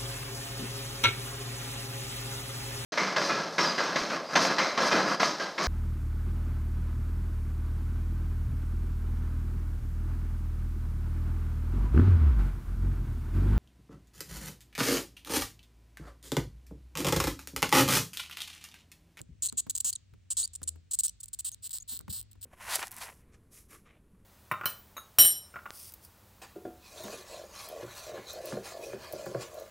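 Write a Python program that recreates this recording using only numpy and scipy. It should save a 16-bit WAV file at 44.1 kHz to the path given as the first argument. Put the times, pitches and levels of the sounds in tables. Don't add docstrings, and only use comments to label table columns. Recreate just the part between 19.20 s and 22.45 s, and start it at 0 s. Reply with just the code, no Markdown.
import sys
import numpy as np
from scipy import signal
from scipy.fft import rfft, irfft, next_fast_len
from scipy.io import wavfile
from scipy.ndimage import map_coordinates

SR = 44100
rng = np.random.default_rng(int(sys.argv[2]) if len(sys.argv) > 2 else 0)


def master(y):
    cut = np.clip(np.atleast_2d(y).T, -1, 1)
    pcm = np.round(cut * 32767)
    wavfile.write(sys.argv[1], SR, pcm.astype(np.int16))


N = 143325

# start_s, pitch_hz, level_db
HUM = [(0, 101.7, -65), (0.799, 100.1, -66), (1.36, 84.01, -61.5), (1.42, 81.9, -55.5),
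       (1.582, 79.7, -50.5), (1.63, 83.64, -66), (1.902, 102.2, -72.5), (3.25, 100, -61)]
# frequency_hz, relative_level_db
FLOOR_COLOUR = [(22, -27.5), (50, 6), (70, 3), (110, -2), (200, -13.5), (400, -29.5), (800, -36.5),
                (2400, -28), (5000, -34.5), (8000, -35), (12000, -55), (15500, -43.5)]
# frequency_hz, side_over_mid_db
FLOOR_WIDTH = [(100, -6), (500, 11), (2000, -8), (7000, -2.5)]
# start_s, level_db
TAPS = [(.003, -44.5), (.323, -43), (.466, -42.5), (.648, -49), (0.936, -53), (1.416, -44), (1.557, -52),
        (2.72, -47.5), (2.804, -47.5), (2.8797, -41), (3.1533, -58.5)]
# frequency_hz, relative_level_db
TAP_COLOUR = [(60, -2), (220, 8.5), (400, -2), (700, -8), (1250, -4), (2300, -16), (6000, -22.5)]
# start_s, level_db, resonance_hz
BUMPS = [(.004, -46.5, 129.7), (.09, -42, 149), (.11, -46, 62.7), (.332, -51, 77.6), (.466, -49, 184),
         (.926, -53, 109.4), (2.722, -55.5, 163), (2.84, -51, 70), (2.884, -40.5, 204.5),
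         (2.892, -41.5, 78.5), (3.172, -54, 66.5)]
# frequency_hz, relative_level_db
BUMP_RUMBLE = [(25, -21), (70, 1.5), (220, -4), (500, -29), (1500, -62.5)]
# start_s, length_s, first_gap_ms, last_gap_ms, level_db, swell_s
SQUEAKS = [ (0.2233, 0.032, 2.7, 3.73, -4.5, .001), (0.26, 0.014, 4.7, 4.1, -2, .001),
           (0.3715, .034, 1.48, 2.57, -5, .011), (0.4978, 0.013, 2.08, 2.95, -5, 0.0009),
           (0.5523, 0.006, 2.6, 3.2, -4, .001), (0.578, 0.005, 3.77, 3.27, -4.5, .001),
           (0.603, 0.0071, 2.3, 2.7, -3, .001), (0.6462, .0592, 2.14, 3.08, -4, 0.00086),
           (1.1037, 0.029, 1.78, 2.7, -6, .0033), (1.1696, 0.054, 1.65, 3.4, -3.5, 0.00094),
           (1.334, .011, 2.3, 3.1, -19.5, 0.0029), (1.3525, 0.0082, 2.36, 3.4, -11.5, .001),
           (1.432, 0.0077, 3, 3.3, -9.5, 0.00087), (1.4766, .016, 1.68, 2.42, -5.5, 0.0017),
           (1.7114, .015, 1.68, 3.43, -9, 0.0014), (1.7342, .019, 1.32, 3.56, -6.5, .001),
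           (1.7896, .019, 1.85, 3.18, -3, 0.00093), (1.8352, 0.033, 2.35, 3.3, -4, .001),
           (2.002, .011, 1.5, 1.38, -22.5, .0048), (2.0317, .011, 1.38, 1.76, -18.5, 0.0012),
           (2.0825, 0.0057, 2.57, 3.02, -22.5, 0.00076), (2.1316, 0.017, 1.35, 2.65, -14.5, .0023),
           (2.1896, .019, 1.45, 2.1, -14, 0.00094), (2.246, .047, 1.53, 2.86, -12.5, 0.0036),
           (2.423, 0.053, 1.37, 3.76, -15.5, 0.036), (2.508, 0.012, 2.9, 3.7, -17.5, 0.00098),
           (2.5312, .0452, 2.45, 4.16, -17, 0.00097), (2.677, 0.097, 2, 5.72, -18, 0.019),
           (2.894, .025, 1.52, 2.77, -20, .011), (2.9266, 0.079, 2.2, 4.9, -18.5, .0012),
           (3.114, 0.0063, 2.07, 2.5, -36.5, .001), (3.2135, 0.0082, 3.3, 3.65, -26.5, 0.0056),
           (3.2282, 0.019, 3.56, 3.2, -23.5, 0.0011)]
# start_s, level_db
FLICKS = [(0.016, -13), (.326, -14), (0.5643, -3.5), (.729, -10), (.754, -21), (1.277, -16.5),
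          (1.8824, -7.5), (1.8951, -10.5), (2.0589, -20.5), (2.3178, -19), (2.4945, -20.5), (2.5849, -16.5),
          (2.7916, -18.5), (2.8106, -26), (3.0137, -19), (3.0286, -29.5), (2.3457, -17.5), (3.1319, -32.5)]
# frequency_hz, level_db
THROAT = [(200, -46), (650, -43), (1000, -29.5), (1600, -30), (2200, -36.5), (2800, -23.5), (3600, -15.5),
          (4700, -12), (5800, -18), (6500, -14), (7300, -1.5), (8100, 1.63), (9200, -4.5), (10400, -11.5),
          (11500, -12), (13000, -14), (14100, -15), (15500, -10)]
# start_s, tuning_ratio, top_treble_db, lower_body_db
DRIFT = [(0.599, 0.95, 0, -3.5), (1.349, 1, -7.5, -2.5), (1.8, .99, 3, -4), (2.25, 0.99, 6, 2),
         (2.7, 1, 16, 7)]
# from_hz, to_hz
TREBLE_EDGE_HZ = (8060, 16200)
BODY_EDGE_HZ = (4500, 6800)
# start_s, length_s, first_pitch_hz, middle_pitch_hz, last_pitch_hz, level_db,
# second_partial_db, hoarseness_db (the last two relative to the whistle)
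WHISTLES = [(0.2863, 0.013, 3960, 4320, 4150, -42, 4.5, 1.5), (.728, 0.0089, 3900, 4613, 4770, -42, 1.5, 2),
            (0.753, 0.0097, 4810, 3945, 3220, -49.5, 14.5, -2.5),
            (1.229, .0105, 3490, 4447, 4600, -38.5, 6, -7),
            (1.2397, 0.018, 4400, 4625, 4640, -38.5, 0.5, 3),
            (1.876, 0.023, 2500, 2980, 2993, -65.5, 16.5, 14),
            (2.323, 0.0199, 6550, 6520, 6420, -48.5, -15, -4.5),
            (2.601, .012, 6610, 6600, 6880, -49.5, -16, -5),
            (2.6223, 0.0083, 7090, 6900, 7060, -46, -15, -9)]
# frequency_hz, left_lead_radians
PORT_PHASE = [(3500, 0), (5500, -0.25), (7800, -1.81), (9100, -1.32), (10500, -3), (12800, -3),
              (14300, -4.5), (16000, -3)]
# frequency_hz, decay_s
ROOM_T60 = [(200, 1), (4000, 0.63), (8000, 0.2), (15000, 0.062)]

FLOOR_DB, HUM_OVERTONE_DB = -63.5, -26
TAP_T60_S, TICK_T60_S, TICK_HZ = 0.11, 0.023, 657
TAP_SIDE_DB = 7
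BUMP_RISE_S, BUMP_T60_S, BUMP_RUMBLE_DB = .005, 0.2, -8
BUMP_CYCLES = 9.3
PULSE_DB, SIZE_SCATTER_DB, COLOUR_SCATTER_DB = -1, 1.1, 2.5
FLEX_DB, SAG_DB = 1.95, 1.5
PULSE_LEAD_S, PULSE_RISE_S = .0017, .0016
RING_SHARE = .3
JITTER, SLOWING_POWER = .16, 2
FLUTTER_AIR_DB, AIR_SPILL_S = -38, 0.012
WHISTLE_EDGE_S, WAVER_PER_S = 0.0003, 910
WHISTLE_WAVER, WHISTLE_FLUTTER_DB, BEND_POWER = .016, 2.2, 1.6
SPLIT_DB = -6.5
NEAR_DB, NEAR_T60_S, ROOM_DB = -10, 0.0077, -22
ROLL_OFF_HZ, TOP_HZ = 15900, 16900


def amp(db):
    return 10 ** (np.asarray(db) / 20)


def unit(x):
    return x / np.sqrt(np.mean(x ** 2) + 1e-20)


def along(points, hz):
    f, v = np.transpose(points)
    return np.interp(np.log(hz + 1), np.log(f + 1), v)


def filtered(x, response):
    n = x.shape[-1]
    m = next_fast_len(n + 4096)
    return irfft(rfft(x, m) * response(np.fft.rfftfreq(m, 1 / SR)), m)[..., :n]


def noise(colour, size):
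    white = rng.standard_normal(size)
    return unit(filtered(white, lambda hz: amp(along(colour, hz))))


def wobble(rate, t):
    knots = rng.standard_normal(int(t[-1] * rate) + 4)
    return map_coordinates(knots, [t * rate])


def add(track, s, x):
    i = max(round(s * SR), 0)
    track[i:i + len(x)] += x[:max(N - i, 0)]


def background():
    t = np.arange(N) / SR
    s, pitch, level = np.transpose(HUM)
    hz = np.interp(t, s, pitch) * (1 + .025 * wobble(15, t))
    phase = 2 * np.pi * np.cumsum(hz) / SR
    overtones = sum(2 / k * np.sin(k * phase) for k in range(2, 10))
    gain = np.sqrt(2) * amp(np.interp(t, s, level) + 1.4 * wobble(14, t))
    hum = gain * (np.sin(phase) + amp(HUM_OVERTONE_DB) * overtones)
    mid = noise(FLOOR_COLOUR, N)
    side = filtered(noise(FLOOR_COLOUR, N), lambda hz: amp(along(FLOOR_WIDTH, hz)))
    return hum * amp([[1.5], [-1.5]]) + amp(FLOOR_DB) * np.array([mid + side, mid - side])


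def taps():
    out, t = np.zeros((2, N)), np.arange(SR // 2) / SR
    onset = 1 - np.exp(-t / 0.0021)
    for s, db in TAPS:
        contact = noise(TAP_COLOUR, (2, len(t)))
        dull = filtered(contact, lambda hz: 1 / (1 + (hz / TICK_HZ) ** 4))
        knock, wide = dull * amp(-60 * t / TAP_T60_S)
        tick = 2 * (contact - dull)[0] * amp(-60 * t / TICK_T60_S)
        for port, sign in zip(out, (1, -1)):
            body = .5 * (knock + sign * amp(TAP_SIDE_DB) * wide)
            add(port, s, amp(db) * onset * (tick + body))
    return out


def bumps():
    out, t = np.zeros(N), np.arange(SR // 2) / SR
    onset = 1 - np.exp(-(t / BUMP_RISE_S) ** 2)
    for s, db, hz in BUMPS:
        swing = 2 * np.sin(2 * np.pi * hz * t) * amp(-60 * t * hz / BUMP_CYCLES)
        rumble = amp(BUMP_RUMBLE_DB - 60 * t / BUMP_T60_S) * noise(BUMP_RUMBLE, len(t))
        add(out, s, amp(db) * onset * (swing + rumble))
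    return out


def pulse(delay_s, s, flex, size=512):
    when, *columns = np.transpose(DRIFT)
    tuning, top_db, body_db = [np.interp(s, when, c) for c in columns]
    hz = np.fft.rfftfreq(size, 1 / SR)
    db = along(THROAT, hz / tuning)
    db = db + top_db * np.interp(hz, TREBLE_EDGE_HZ, [0, 1])
    db = db + body_db * np.interp(hz, BODY_EDGE_HZ, [1, 0])
    shape_db = FLEX_DB * flex + COLOUR_SCATTER_DB * rng.standard_normal(len(flex))
    db = db + np.interp(hz, np.linspace(0, SR / 2, len(flex)), shape_db)
    cepstrum = irfft(np.log(amp(db)))
    ringing = rfft(np.r_[cepstrum[0], 2 * cepstrum[1:size // 2]], size).imag
    phase = RING_SHARE * ringing - 2 * np.pi * hz * (delay_s + PULSE_RISE_S)
    return 2 * irfft(amp(db) * np.exp(1j * phase))


def squeaks(count=32):
    out = np.zeros(N)
    for s, length, first, last, db, swell in SQUEAKS:
        u = np.linspace(0, 1, 100)
        gap_s = (first + (last - first) * u ** SLOWING_POWER) / 1000
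        cycles = np.cumsum(length / gap_s) / len(u)
        stumble = JITTER * amp(db) * rng.standard_normal(max(round(cycles[-1]), 1))
        steps = np.cumsum(np.exp(stumble))
        beats = np.r_[0, steps / steps[-1]] * cycles[-1]
        shape_from, shape_to = rng.standard_normal((2, count))
        for t in np.interp(beats, cycles, u * length):
            at = s + t - PULSE_LEAD_S
            level = PULSE_DB + db + SIZE_SCATTER_DB * rng.normal() - SAG_DB * (t / length) ** 2
            rise = min(1, (t + gap_s[0]) / (swell + gap_s[0] / 2))
            flex = shape_from + (shape_to - shape_from) * t / length
            part_sample_s = at - round(at * SR) / SR
            add(out, at, amp(level) * rise * pulse(part_sample_s, s, flex))
        n = int((length + 2 * AIR_SPILL_S) * SR)
        air = noise(THROAT, n) * np.hanning(n) ** 2
        add(out, s - AIR_SPILL_S, amp(db + FLUTTER_AIR_DB) * air)
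    for s, db in FLICKS:
        add(out, s - PULSE_LEAD_S, amp(PULSE_DB + db) * pulse(0, s, np.zeros(count)))
    return out


def whistles():
    out = np.zeros(N)
    for s, length, first, middle, last, db, second_db, hoarse_db in WHISTLES:
        t = np.arange(int(length * SR)) / SR
        u = 2 * t / length - 1
        hz = middle + (np.where(u < 0, first, last) - middle) * np.abs(u) ** BEND_POWER
        hz = hz * (1 + WHISTLE_WAVER * wobble(WAVER_PER_S, t))
        phase = 2 * np.pi * np.cumsum(hz) / SR
        partials = [(1, 0), (1.5, hoarse_db + SPLIT_DB), (2, second_db)]
        tone = 0
        for k, level in partials:
            flutter = WHISTLE_FLUTTER_DB * wobble(WAVER_PER_S, t)
            tone = tone + np.sqrt(2) * amp(level + flutter) * np.sin(k * phase)
        hiss = amp(hoarse_db) * noise(THROAT, len(t))
        gate = np.minimum(1, np.minimum(t, length - t) / WHISTLE_EDGE_S)
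        add(out, s, amp(db) * gate * (tone + hiss))
    return out


def near_surfaces(x):
    t = np.arange(SR // 20) / SR
    scatter = rng.standard_normal(len(t)) * amp(-60 * t / NEAR_T60_S) * (t > .0005)
    echo = signal.fftconvolve(x, scatter / np.linalg.norm(scatter))[:N]
    return x + amp(NEAR_DB) * echo


def room(x):
    hz, t, z = signal.stft(rng.standard_normal((2, SR // 2)), SR, nperseg=256)
    decay = amp(-60 * t / along(ROOM_T60, hz)[:, None])
    tail = signal.istft(z * decay, SR, nperseg=256)[1]
    return signal.fftconvolve(x[None], tail / np.linalg.norm(tail[0]), axes=1)[:, :N]


def scene():
    rasp, song = squeaks(), whistles()
    signs = np.array([[1], [-1]])
    pair = filtered(rasp + song, lambda hz: np.exp(.5j * along(PORT_PHASE, hz) * signs))
    moth = np.array([near_surfaces(port) for port in pair])
    hands = taps() + bumps() * amp([[1.5], [-1.5]])
    tail = amp(ROOM_DB) * room(rasp + 0.17 * song + hands[0])
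    return moth + hands + tail + background()


def record(dry):
    return filtered(dry, lambda hz: np.interp(hz, [ROLL_OFF_HZ, TOP_HZ], [1, 0]) ** 2)


dry = scene()
out = record(dry)
master(out)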